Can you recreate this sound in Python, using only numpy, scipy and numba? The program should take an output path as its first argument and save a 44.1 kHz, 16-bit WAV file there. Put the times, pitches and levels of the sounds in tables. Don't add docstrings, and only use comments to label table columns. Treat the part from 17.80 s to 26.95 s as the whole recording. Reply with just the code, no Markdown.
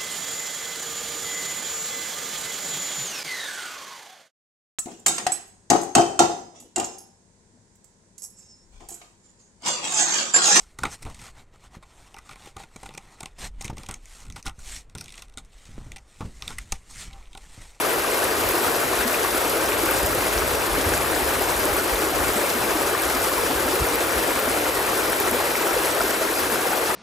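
import sys
import numpy as np
from scipy import signal
from scipy.fft import rfft, irfft, next_fast_len
from scipy.io import wavfile
from scipy.ndimage import uniform_filter1d, map_coordinates
from numba import njit

SR = 44100
rng = np.random.default_rng(int(sys.argv[2]) if len(sys.argv) > 2 else 0)


def transcribe(signal):
    frames = np.atleast_2d(signal).T
    limited = np.clip(frames, -1, 1)
    pcm = np.round(limited * 32767).astype(np.int16)
    wavfile.write(sys.argv[1], SR, pcm)


def decibels_to_gain(level_db):
    exponent = np.asarray(level_db, float) / 20
    return 10 ** exponent


N = 403515

# frequency in Hz, relative level in dB per Hz.
GURGLE_COLOUR = [(82, -35), (140, -7.5), (178, -18), (329, 0), (455, 0), (775, -4.5), (1480, -6),
                 (1850, -8.5), (4000, -17.5), (5200, -27), (8800, -120)]
# time of the swell's peak in seconds, relative level in dB,
# starting pitch in Hz.
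GLUG_EVENTS = [(0.248, -19, 1100), (0.882, -18.5, 1300), (1.211, -20, 1530), (1.26, -24, 229),
               (1.448, -19, 1050), (2.091, -18, 1480), (2.985, -24.5, 260), (3.138, -19, 1510),
               (3.858, -22.5, 330), (4.34, -20, 680), (4.565, -28, 214), (4.64, -18, 526),
               (4.756, -29, 235), (4.844, -31, 210), (5.01, -27, 310), (5.15, -17, 1090),
               (5.152, -18, 1700), (5.356, -26.5, 265), (5.706, -23, 262), (5.861, -27, 256),
               (6.675, -19, 600), (6.683, -24, 252), (7.525, -26, 230), (7.546, -19.5, 464),
               (7.968, -16.5, 480), (8.207, -17, 1340), (8.208, -18, 650), (8.243, -17.5, 380),
               (8.73, -30, 220), (8.758, -17.5, 1440), (8.932, -19, 1400)]
# frequency in Hz, relative level in dB per Hz.
SPRAY_COLOUR = [(1500, -6), (3500, -2.5), (5000, -1.5), (7000, -3), (9000, 0), (10700, 3), (12000, -1),
                (14000, 0.5), (15700, -4.5)]
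# time of the swell's peak in seconds, relative level in dB,
# starting pitch in Hz.
DROP_EVENTS = [(0.441, -9, 10590), (0.690, -6, 12400), (1.345, -17, 2440), (1.861, -19, 5660),
               (1.921, -16, 2340), (2.112, -3, 14580), (2.262, -12, 9500), (2.263, -7, 14400),
               (2.35, -11, 12500), (2.579, -16, 4820), (2.818, -14, 12420), (3.623, -9, 11930),
               (3.855, -7, 10100), (3.966, -8, 12420), (4.033, -23, 8000), (4.147, -11, 14580),
               (4.158, -20, 3760), (5.221, -8, 11020), (6.088, -20, 5660), (6.157, -5, 14580),
               (6.689, -19, 5890), (7.402, -3, 14580), (7.513, -8, 11020), (7.673, -21, 4110),
               (7.755, -15, 2080), (7.919, -15, 14580), (8.236, -15, 14580), (8.54, -20, 3950),
               (8.724, -9, 10170), (8.974, -11, 14580)]
# time in seconds, relative buffet level in dB.
BREEZE_STRENGTH = [(0, -48), (.7, -41.5), (1.5, -46), (2.1, -38.5), (2.5, -38), (3.3, -35.5), (3.7, -40),
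                   (4.35, -40), (4.6, -44), (5.6, -41), (6.4, -45), (6.7, -44.5), (7.7, -44), (9.15, -50)]
# frequency in Hz, relative level in dB per Hz.
BUFFET_COLOUR = [(12, -43.5), (20, -11), (41, 2.5), (59, 3), (92, -4.5), (178, -14.5), (200, -3),
                 (260, -38), (440, -120)]
# time of the swell's peak in seconds, relative level in dB,
# starting pitch in Hz.
PUFF_EVENTS = [(1.2, -35, 60), (1.88, -36, 60), (2.29, -32, 60), (2.378, -32, 127), (2.569, -24, 55),
               (2.741, -31, 72), (2.93, -28, 60), (3.07, -21, 89), (3.34, -36, 65), (3.77, -31, 55),
               (4.137, -25, 50), (4.41, -34, 70), (5.27, -33, 60), (5.76, -30, 60), (6.017, -23, 61),
               (6.02, -26, 120), (6.37, -29, 60)]
# frequency in Hz, likeness from 0 to 1.
PORT_LIKENESS = [(150, 0.96), (450, 0.84), (800, 0.59), (1400, 0.73), (1800, 0.17), (2300, 0.86),
                 (3000, 0.71), (4000, 0.4), (5300, 0.89), (6200, 1), (7000, 0.86), (7800, 1)]
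# frequency in Hz, left over right in dB.
PORT_BALANCE = [(150, -.3), (500, 2), (1000, 3), (1400, 2), (2200, 5), (3000, 2.5), (4000, 3.3),
                (5300, 2.2), (6200, .4), (7000, 1.6), (7800, 0)]
# frequency in Hz, lead of the left in radians.
PORT_LEAD = [(150, 0.13), (500, 0.25), (1000, -0.25), (1700, -0.11), (2000, -1.56), (2700, -0.79),
             (3400, 0.49), (4500, -0.2), (6000, 0), (7000, -0.12), (8000, 0.41)]

GURGLE_DB, SPRAY_DB = -23.75, -27
SPLASH_DEPTH_DB, SPLASH_KNOTS_PER_S = 0.69, 55
LAG_FROM_HZ, LAG_S = 7960, 0.000325
LOW_HZ, TOP_HZ = 38, 15860


def unit(x):
    return x / np.sqrt(np.mean(x ** 2) + 1e-20)


def along(points, hz):
    point_hz, value = np.transpose(points)
    return np.interp(np.log(hz + 1), np.log(point_hz + 1), value)


def wobble(rate):
    knots = rng.standard_normal((2, int(N * rate / SR) + 4))
    position = np.arange(N) * rate / SR
    return np.array([map_coordinates(k, [position]) for k in knots])


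@njit
def add_rings(out, start, step, gain, cycles, rise, sharp):
    for k in range(len(start)):
        life = cycles[k] / step[k]
        for i in range(min(int(4 * life), len(out) - start[k])):
            u = i / life
            turn = step[k] * i * (1 + rise * u / 2)
            swell = np.exp(-u) * (1 - np.exp(-sharp * u))
            out[start[k] + i] += gain[k] * swell * np.sin(2 * np.pi * turn)


def bubbles(spectrum, rate, lo_hz, hi_hz, cycles, spread_db, rise):
    out = np.zeros((2, N))
    for side in out:
        when, size, luck = rng.random((int(rate * N / SR), 3)).T
        hz = lo_hz * (hi_hz / lo_hz) ** size
        luck_db = -spread_db * np.log(luck + 0.0026)
        gain = hz * decibels_to_gain(along(spectrum, hz) + luck_db)
        start = (when * N).astype(np.int64)
        add_rings(side, start, hz / SR, gain, np.full(len(hz), cycles), rise, sharp=4.5)
    return unit(out)


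def rush(spectrum, patchy_db):
    hz, _, z = signal.stft(rng.standard_normal((2, N + 1024)), SR, nperseg=1024)
    patches = uniform_filter1d(rng.standard_normal(z.shape[1:]), size=8, axis=0)
    patches = uniform_filter1d(patches, size=3, axis=1)
    z = z * decibels_to_gain(along(spectrum, hz)[:, None] + patchy_db * unit(patches))
    return unit(signal.istft(z, SR, nperseg=1024)[1][:, :N])


def strays(rate, level_db, lo_hz, hi_hz):
    when, size, luck = rng.random((int(rate * N / SR), 3)).T
    s = 0.05 + when * (N / SR - 0.05)
    db = level_db + 7.0 * (luck - 0.5)
    return np.transpose([s, db, lo_hz * (hi_hz / lo_hz) ** size])


def single(rows, cycles, rise, lift_db, sharp):
    out = np.zeros(N)
    s, db, hz = np.transpose(rows)
    swell_s = cycles / hz * np.log(1 + sharp) / sharp
    start = ((s - swell_s) * SR).astype(np.int64)
    add_rings(out, start, hz / SR, decibels_to_gain(db + lift_db), np.full(len(s), cycles), rise, sharp)
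    return out


def glugs():
    rows = [*GLUG_EVENTS, *strays(rate=7, level_db=-24, lo_hz=300, hi_hz=1802)]
    return single(rows, cycles=3.14, rise=0.035, lift_db=12.5, sharp=1.1)


def gurgle(level_db):
    near = bubbles(GURGLE_COLOUR, rate=1200, lo_hz=181.1, hi_hz=2617, cycles=4.14,
                   spread_db=0.0, rise=0.051)
    clumps = decibels_to_gain(0.5 * wobble(35))
    far = rush(GURGLE_COLOUR, patchy_db=1.2)
    body = unit(decibels_to_gain(-2.6) * unit(clumps * near) + far)
    pair = decibels_to_gain(level_db) * body
    pair[0] += glugs()
    return pair


def drops():
    rows = [*DROP_EVENTS, *strays(rate=2.5, level_db=-20.5, lo_hz=3500, hi_hz=15000)]
    return single(rows, cycles=1.64, rise=0.022, lift_db=11.0, sharp=1.9)


def spray(level_db):
    fizz = bubbles(SPRAY_COLOUR, rate=6000, lo_hz=3520, hi_hz=16100, cycles=2.5,
                   spread_db=4.0, rise=0.037)
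    clumps = decibels_to_gain(1.03 * wobble(35)[0] + 2.4 * wobble(90)[0])
    hiss = rush(SPRAY_COLOUR, patchy_db=1.5)
    body = unit(decibels_to_gain(-4.0) * unit(clumps * fizz) + hiss)
    pair = decibels_to_gain(level_db) * body
    pair[0] += drops()
    return pair


def puffs():
    return single(PUFF_EVENTS, cycles=1.0, rise=-0.062, lift_db=17.0, sharp=0.76)


def breeze():
    s, db = np.transpose(BREEZE_STRENGTH)
    strength = decibels_to_gain(np.interp(np.arange(N) / SR, s, db) + 2.4)
    flutter = decibels_to_gain(1.6 * wobble(9)[0])
    shared, own = strength * unit(flutter * rush(BUFFET_COLOUR, patchy_db=1.0))
    shared = shared + puffs()
    return np.array([shared + 0.41 * own, shared - 0.59 * own])


def stereo_lag(hz):
    lag = 2 * np.pi * LAG_S * np.maximum(hz - LAG_FROM_HZ, 0)
    return lag - np.sin(2 * lag) / 2


def stereo_likeness(hz, lag):
    alike = np.where(hz < LAG_FROM_HZ, along(PORT_LIKENESS, hz), 1)
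    return np.clip(alike - 0.2 * np.sin(lag) ** 2, 0, 1)


def ports(pair):
    m = next_fast_len(N + SR // 4)
    hz = np.fft.rfftfreq(m, 1 / SR)
    shared, own = rfft(pair, m)
    lag = stereo_lag(hz)
    mix_angle = np.arccos(stereo_likeness(hz, lag)) / 2
    phase = along(PORT_LEAD, hz) * (hz < LAG_FROM_HZ) - lag
    tilt = decibels_to_gain(along(PORT_BALANCE, hz) / 2) * np.exp(0.5j * phase)
    left = (np.cos(mix_angle) * shared + np.sin(mix_angle) * own) * tilt
    right = (np.cos(mix_angle) * shared - np.sin(mix_angle) * own) / tilt
    return irfft(np.array([left, right]), m)[:, :N]


def scene():
    splash_db = SPLASH_DEPTH_DB * wobble(SPLASH_KNOTS_PER_S)[0]
    water = gurgle(GURGLE_DB + splash_db) + spray(SPRAY_DB + splash_db)
    return ports(water) + breeze()


def low_pass(x):
    return signal.sosfilt(signal.butter(12, 16070, fs=SR, output="sos"), x)


def record(dry):
    m = next_fast_len(N + SR // 4)
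    hz = np.fft.rfftfreq(m, 1 / SR)
    band = (hz < TOP_HZ) / (1 + (LOW_HZ / (hz + 1e-3)) ** 4)
    mix = irfft(rfft(dry, m) * band, m)[:, :N]
    return low_pass(mix)


dry = scene()
out = record(dry)
transcribe(out)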